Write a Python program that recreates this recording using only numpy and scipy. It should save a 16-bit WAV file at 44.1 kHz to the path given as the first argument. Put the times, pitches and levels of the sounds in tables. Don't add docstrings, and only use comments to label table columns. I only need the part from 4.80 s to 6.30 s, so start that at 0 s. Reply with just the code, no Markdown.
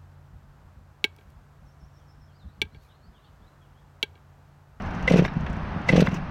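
import sys
import numpy as np
from scipy import signal
from scipy.fft import rfft, irfft
from scipy.io import wavfile

SR = 44100
rng = np.random.default_rng(int(sys.argv[2]) if len(sys.argv) > 2 else 0)


def transcribe(signal):
    frames = np.atleast_2d(signal).T
    limited = np.clip(frames, -1, 1)
    pcm = np.round(limited * 32767).astype(np.int16)
    wavfile.write(sys.argv[1], SR, pcm)


N = 66150
TIME = np.arange(N) / SR


def amp(db):
    return 10 ** (np.asarray(db) / 20)


def unit(x):
    return x / np.sqrt(np.mean(x ** 2) + 1e-20)


def level(curve):
    times, db = np.transpose(curve)
    return amp(np.interp(TIME, times, db))


def colour(x, points):
    hz, db = np.transpose(points)
    f = np.maximum(np.fft.rfftfreq(N, 1 / SR), 1)
    gain = amp(np.interp(np.log(f), np.log(hz), db))
    return unit(irfft(rfft(x) * gain, N))


def soften(x, hz, order=2):
    lowpass = signal.butter(order, min(hz, SR / 2 - 1), fs=SR, output="sos")
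    return signal.sosfilt(lowpass, x + 1e-18)


def wander(rate):
    motion = soften(rng.standard_normal(2 * N), rate)
    return unit(motion[N:])


def clicks(times, gains):
    samples = (np.asarray(times) * SR).astype(int)
    return np.bincount(samples, gains, N)[:N]


def ring(x, hz, t60):
    r = amp(-60 / (t60 * SR))
    w = 2 * np.pi * hz / SR
    return signal.lfilter([1, -r * np.cos(w)], [1, -2 * r * np.cos(w), r * r], x + 1e-18)


def bursts(rows, attack_s):
    out = np.zeros(N)
    for s, db, decay in rows:
        age = np.maximum(TIME - s, 0)
        rise = np.minimum(age / attack_s, 1)
        fall = np.exp(-np.maximum(age - attack_s, 0) / decay)
        out += amp(db) * rise * fall
    return out


def grains(per_s):
    return (rng.random(N) < per_s / SR) * rng.standard_normal(N)


def swell(s, length):
    rise_s, fall_s = 0.0036, 0.002
    rise = np.minimum(TIME - s, 0) / rise_s
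    fall = np.maximum(TIME - s - length, 0) / fall_s
    return np.exp(rise - fall)


# f/Hz, relative level/dB
HISS_COLOUR = [(180, -6), (300, -4), (430, -10.5), (750, -4), (1100, -6.5), (1560, -9), (2250, -17),
               (2700, -20), (3750, -29), (5000, -34), (6200, -41), (7400, -57), (9000, -49.5), (10500, -71),
               (12500, -62.5), (15500, -86.5)]
# t/s, level/dB
HISS_LEVEL = [(0, -37.5), (.25, -35.5), (.55, -40), (.8, -37), (1.05, -36.5), (1.5, -39)]
# f/Hz, relative level/dB
RUMBLE_COLOUR = [(15, -2), (30, -2), (55, -5), (80, 2.5), (115, -5), (165, 1.5), (225, -6.5), (320, -24.5),
                 (600, -32.5), (2000, -88)]
RUMBLE_DB, RUMBLE_LUMP_DB = -32, 1.9


def background():
    hiss = colour(rng.standard_normal(N), HISS_COLOUR) * level(HISS_LEVEL)
    lumps = amp(RUMBLE_LUMP_DB * wander(rate=20))
    rumble = unit(colour(rng.standard_normal(N), RUMBLE_COLOUR) * lumps)
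    return hiss + amp(RUMBLE_DB) * rumble


ECHO_DB, ECHO_T60_S, ECHO_DELAY_S = -21.5, 0.24, 0.012


def clearing(x):
    reflections = soften(grains(per_s=1300), hz=5100) * (TIME > ECHO_DELAY_S)
    tail = reflections * np.exp(-np.log(1000) * TIME / ECHO_T60_S)
    return amp(ECHO_DB) * signal.fftconvolve(x, tail / np.linalg.norm(tail))[:N]


# t/s, level/dB, decay/s
TICKS = [(.022, -42.5, 0.0015), (.060, -49.5, .002), (.148, -51, 0.0078), (.226, -43.5, .002),
         (.609, -50, 0.0046), (.665, -49.5, 0.0027), (.699, -46.5, 0.0041), (.730, -45.5, .003),
         (.767, -50, 0.0026), (1.017, -54, 0.0025), (1.343, -35.5, 0.0048)]
# f/Hz, relative level/dB
TICK_COLOUR = [(1500, 4.5), (4500, -14.5), (5800, 4.5), (6500, 0.5), (7400, -9.5), (8800, -15),
               (10500, -26.5), (14000, -18.5), (16000, -21)]


def chain_ticks():
    return colour(rng.standard_normal(N), TICK_COLOUR) * bursts(TICKS, attack_s=0.00035)


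# t/s, hit level/dB, deep boom level relative to the hit/dB
THUDS = [(0.227, -32, 12.5), (.250, -30, -1), (0.566, -20.5, -6.5), (0.629, -30, 3), (0.696, -30, 8),
         (0.77, -28, -19), (0.824, -36, 8), (0.96, -24.5, -27), (1.099, -20, -30), (1.28, -20.5, -18),
         (1.328, -22.5, -15)]
# f/Hz, level relative to the hit/dB, t60/s
THUD_MODES = [(142.9, -1, 0.028), (172, 7.5, 0.049), (247, -22, 0.013)]
BOOM_HZ, BOOM_T60_S, THUD_SOFT_HZ = 59, 0.24, 250


def handling_thuds():
    s, db, boom_db = np.transpose(THUDS)
    thuds = sum(ring(clicks(s, amp(db + mode_db)), hz, t60) for hz, mode_db, t60 in THUD_MODES)
    boom = ring(clicks(s, amp(db + boom_db)), BOOM_HZ, BOOM_T60_S)
    return soften(thuds + soften(boom, 2 * BOOM_HZ), THUD_SOFT_HZ, order=4)


# t/s, level before low-pass/dB, decay/s, low-pass f/Hz
SCUFFS = [(0.2735, -29.5, 0.0096, 8900), (0.3175, -28.5, 0.0077, 10400), (0.336, -33, 0.0111, 5040),
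          (0.3671, -32.5, 0.0064, 11100), (.387, -27.5, 0.011, 3640), (0.4437, -37.5, 0.0065, 7000),
          (0.661, -31, 0.0097, 2830), (1.084, -26.5, 0.014, 9300), (1.123, -29.5, 0.019, 4500),
          (1.1597, -27, 0.011, 8810), (1.2022, -24.5, 0.009, 12100), (1.222, -32.5, 0.0054, 5000),
          (1.358, -40.5, 0.008, 5000)]
# f/Hz, relative level/dB
SCUFF_COLOUR = [(300, 0), (1500, 8), (3500, 5.5), (4800, -1), (6000, -1), (7500, -13.5), (9000, -10.5),
                (10500, -24.5), (13000, -12.5), (16000, -34)]
SCUFF_ATTACK_S, SCUFF_GRAINS_PER_S, SCUFF_GRAIN_DB = 0.0045, 1500, -4.5


def scuffs():
    contacts = amp(SCUFF_GRAIN_DB) * unit(grains(SCUFF_GRAINS_PER_S))
    grit = colour(rng.standard_normal(N) + contacts, SCUFF_COLOUR)
    out = 0
    for s, db, decay, bright_hz in SCUFFS:
        burst = grit * bursts([(s, db, decay)], SCUFF_ATTACK_S)
        out = out + soften(burst, bright_hz, order=4)
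    return out


# t/s, level/dB
CORD_LEVEL = [(0, -48), (.27, -50), (.295, -29.5), (.34, -31), (.39, -28.5), (.415, -43), (.45, -35),
              (.50, -56.5), (.58, -49.5), (1.05, -63), (1.085, -32.5), (1.125, -35), (1.175, -28.5),
              (1.225, -40), (1.255, -33), (1.31, -44), (1.365, -39), (1.40, -67), (1.5, -54)]
# f/Hz, relative level/dB
CORD_COLOUR = [(300, 11), (900, 1.5), (1300, -13), (2700, 2), (3300, -13), (4200, -17), (4800, -16.5),
               (5800, -11.5), (7500, -27.5), (10000, -33), (16000, -37.5)]
CORD_GRAINS_PER_S, CORD_GRAIN_DB = 4000, -22.5
CORD_FLUTTER_DB = 4


def cord():
    contacts = amp(CORD_GRAIN_DB) * unit(grains(CORD_GRAINS_PER_S))
    friction = rng.standard_normal(N) + contacts
    flutter = amp(CORD_FLUTTER_DB * wander(rate=44))
    return colour(friction, CORD_COLOUR) * level(CORD_LEVEL) * flutter


# t/s, hit level/dB, chatter length/s, low-pass f/Hz, housing pitch factor
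PAWLS = [(.2780, -17, 0.0076, 4440, 1.005), (1.0897, -15.5, 0.0086, 4500, .998)]
SQUEAK_HZ, SQUEAK_WAVER_HZ = 2062, 59.7
SQUEAK_DB = 1.5


def squeak():
    pitch_hz = SQUEAK_HZ + SQUEAK_WAVER_HZ * wander(rate=330)
    tone = np.sin(2 * np.pi * np.cumsum(pitch_hz) / SR)
    grip = 0
    for s, db, length, _, _ in PAWLS:
        grip = grip + amp(db + SQUEAK_DB) * swell(s, length) * (TIME > s)
    return tone * soften(grip, hz=400)


# t/s, hit level/dB, chatter length/s, low-pass f/Hz, pitch factor
KNOCKS = [(.4497, -20, 0.002, 4500, 1.04), (.480, -32.5, 0.0058, 6500, 1.1),
          (1.2712, -16.5, 0.0038, 2550, 1.01)]
# f/Hz, t60/s, level under the pawls/dB, level under a knock/dB
HOUSING = [(517.6, 0.05, -4, -11), (1010, 0.015, -7, -1), (1540, 0.023, -6.5, -2),
           (1893, 0.021, -14.5, -5.5), (2062, 0.044, -6, -6.5), (2248, 0.017, -5, -7),
           (2680, 0.024, -6.5, -16.5), (3320, 0.033, -22, -16), (3537, .035, -19, -14),
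           (3930, 0.01, -15, -10.5), (5028, 0.025, -24, -16.5), (6700, 0.024, -34, -40)]
CHATTER_PER_S, CHATTER_DB = 2500, -13.5


def starter(rows, mode_db):
    out, contacts = 0, grains(CHATTER_PER_S)
    for s, db, length, bright_hz, pitch in rows:
        chatter = amp(CHATTER_DB) * swell(s, length) * contacts
        force = amp(db) * soften(clicks([s], [1]) + chatter, bright_hz)
        for k, (hz, t60, _, _) in enumerate(HOUSING):
            sign = (-1) ** k
            out = out + sign * amp(mode_db[k]) * ring(force, hz * pitch, t60)
    return out


# t/s, push level/dB, lead of the intake gulp/s, gulp level relative to the puff/dB,
# bark level offset/dB, bark pitch factor
PUFFS = [(0.3124, -13, 0.00415, -5.5, 2, 1.09), (0.3417, -12, 0.0049, -4.5, -1, 1.02),
         (0.3629, -21, 0.0043, 3.5, 4, 0.82), (0.3937, -13.5, 0.0061, -5, -1, 0.81),
         (0.4218, -16, 0.0065, -12.5, -4.5, 0.81), (1.1345, -12, 0.00625, -7.5, -5, 1.02),
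         (1.1555, -14.5, 0.00446, -13, 0, 0.98), (1.1791, -12, 0.004, -8, 1, 1.02),
         (1.1968, -15, .005, -14, -1, .98), (1.2227, -12, 0.0048, -7.5, -2, 0.92)]
# f/Hz, level/dB, t60/s
MUFFLER = [(89, -9, 0.045), (169.4, 5, 0.063), (266, -5.5, 0.023), (404, -10.5, 0.037), (469, 0.5, 0.026),
           (620, -28, 0.013)]
BARK_ABOVE_HZ, PUFF_SOFT_HZ = 350, 629.6


def piston():
    out = 0
    for s, db, lead, gulp_db, bark_db, pitch in PUFFS:
        push = clicks([s, s - lead], amp([db, db + gulp_db]))
        for hz, mode_db, t60 in MUFFLER:
            if hz > BARK_ABOVE_HZ:
                hz, mode_db = hz * pitch, mode_db + bark_db
            out = out - amp(mode_db) * ring(push, hz, t60)
    return soften(out, PUFF_SOFT_HZ, order=5)


def scene():
    _, _, pawl_db, knock_db = np.transpose(HOUSING)
    handling = chain_ticks() + handling_thuds()
    pull = scuffs() + cord() + squeak() + starter(PAWLS, pawl_db) + starter(KNOCKS, knock_db)
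    saw = handling + pull + piston()
    return (background() + clearing(saw) + saw)[None]


def record(dry):
    highpass = signal.butter(2, 18, "high", fs=SR, output="sos")
    lowpass = signal.ellip(10, 0.1, 80, 15750, fs=SR, output="sos")
    return signal.sosfilt(lowpass, signal.sosfilt(highpass, dry))


dry = scene()
out = record(dry)
transcribe(out)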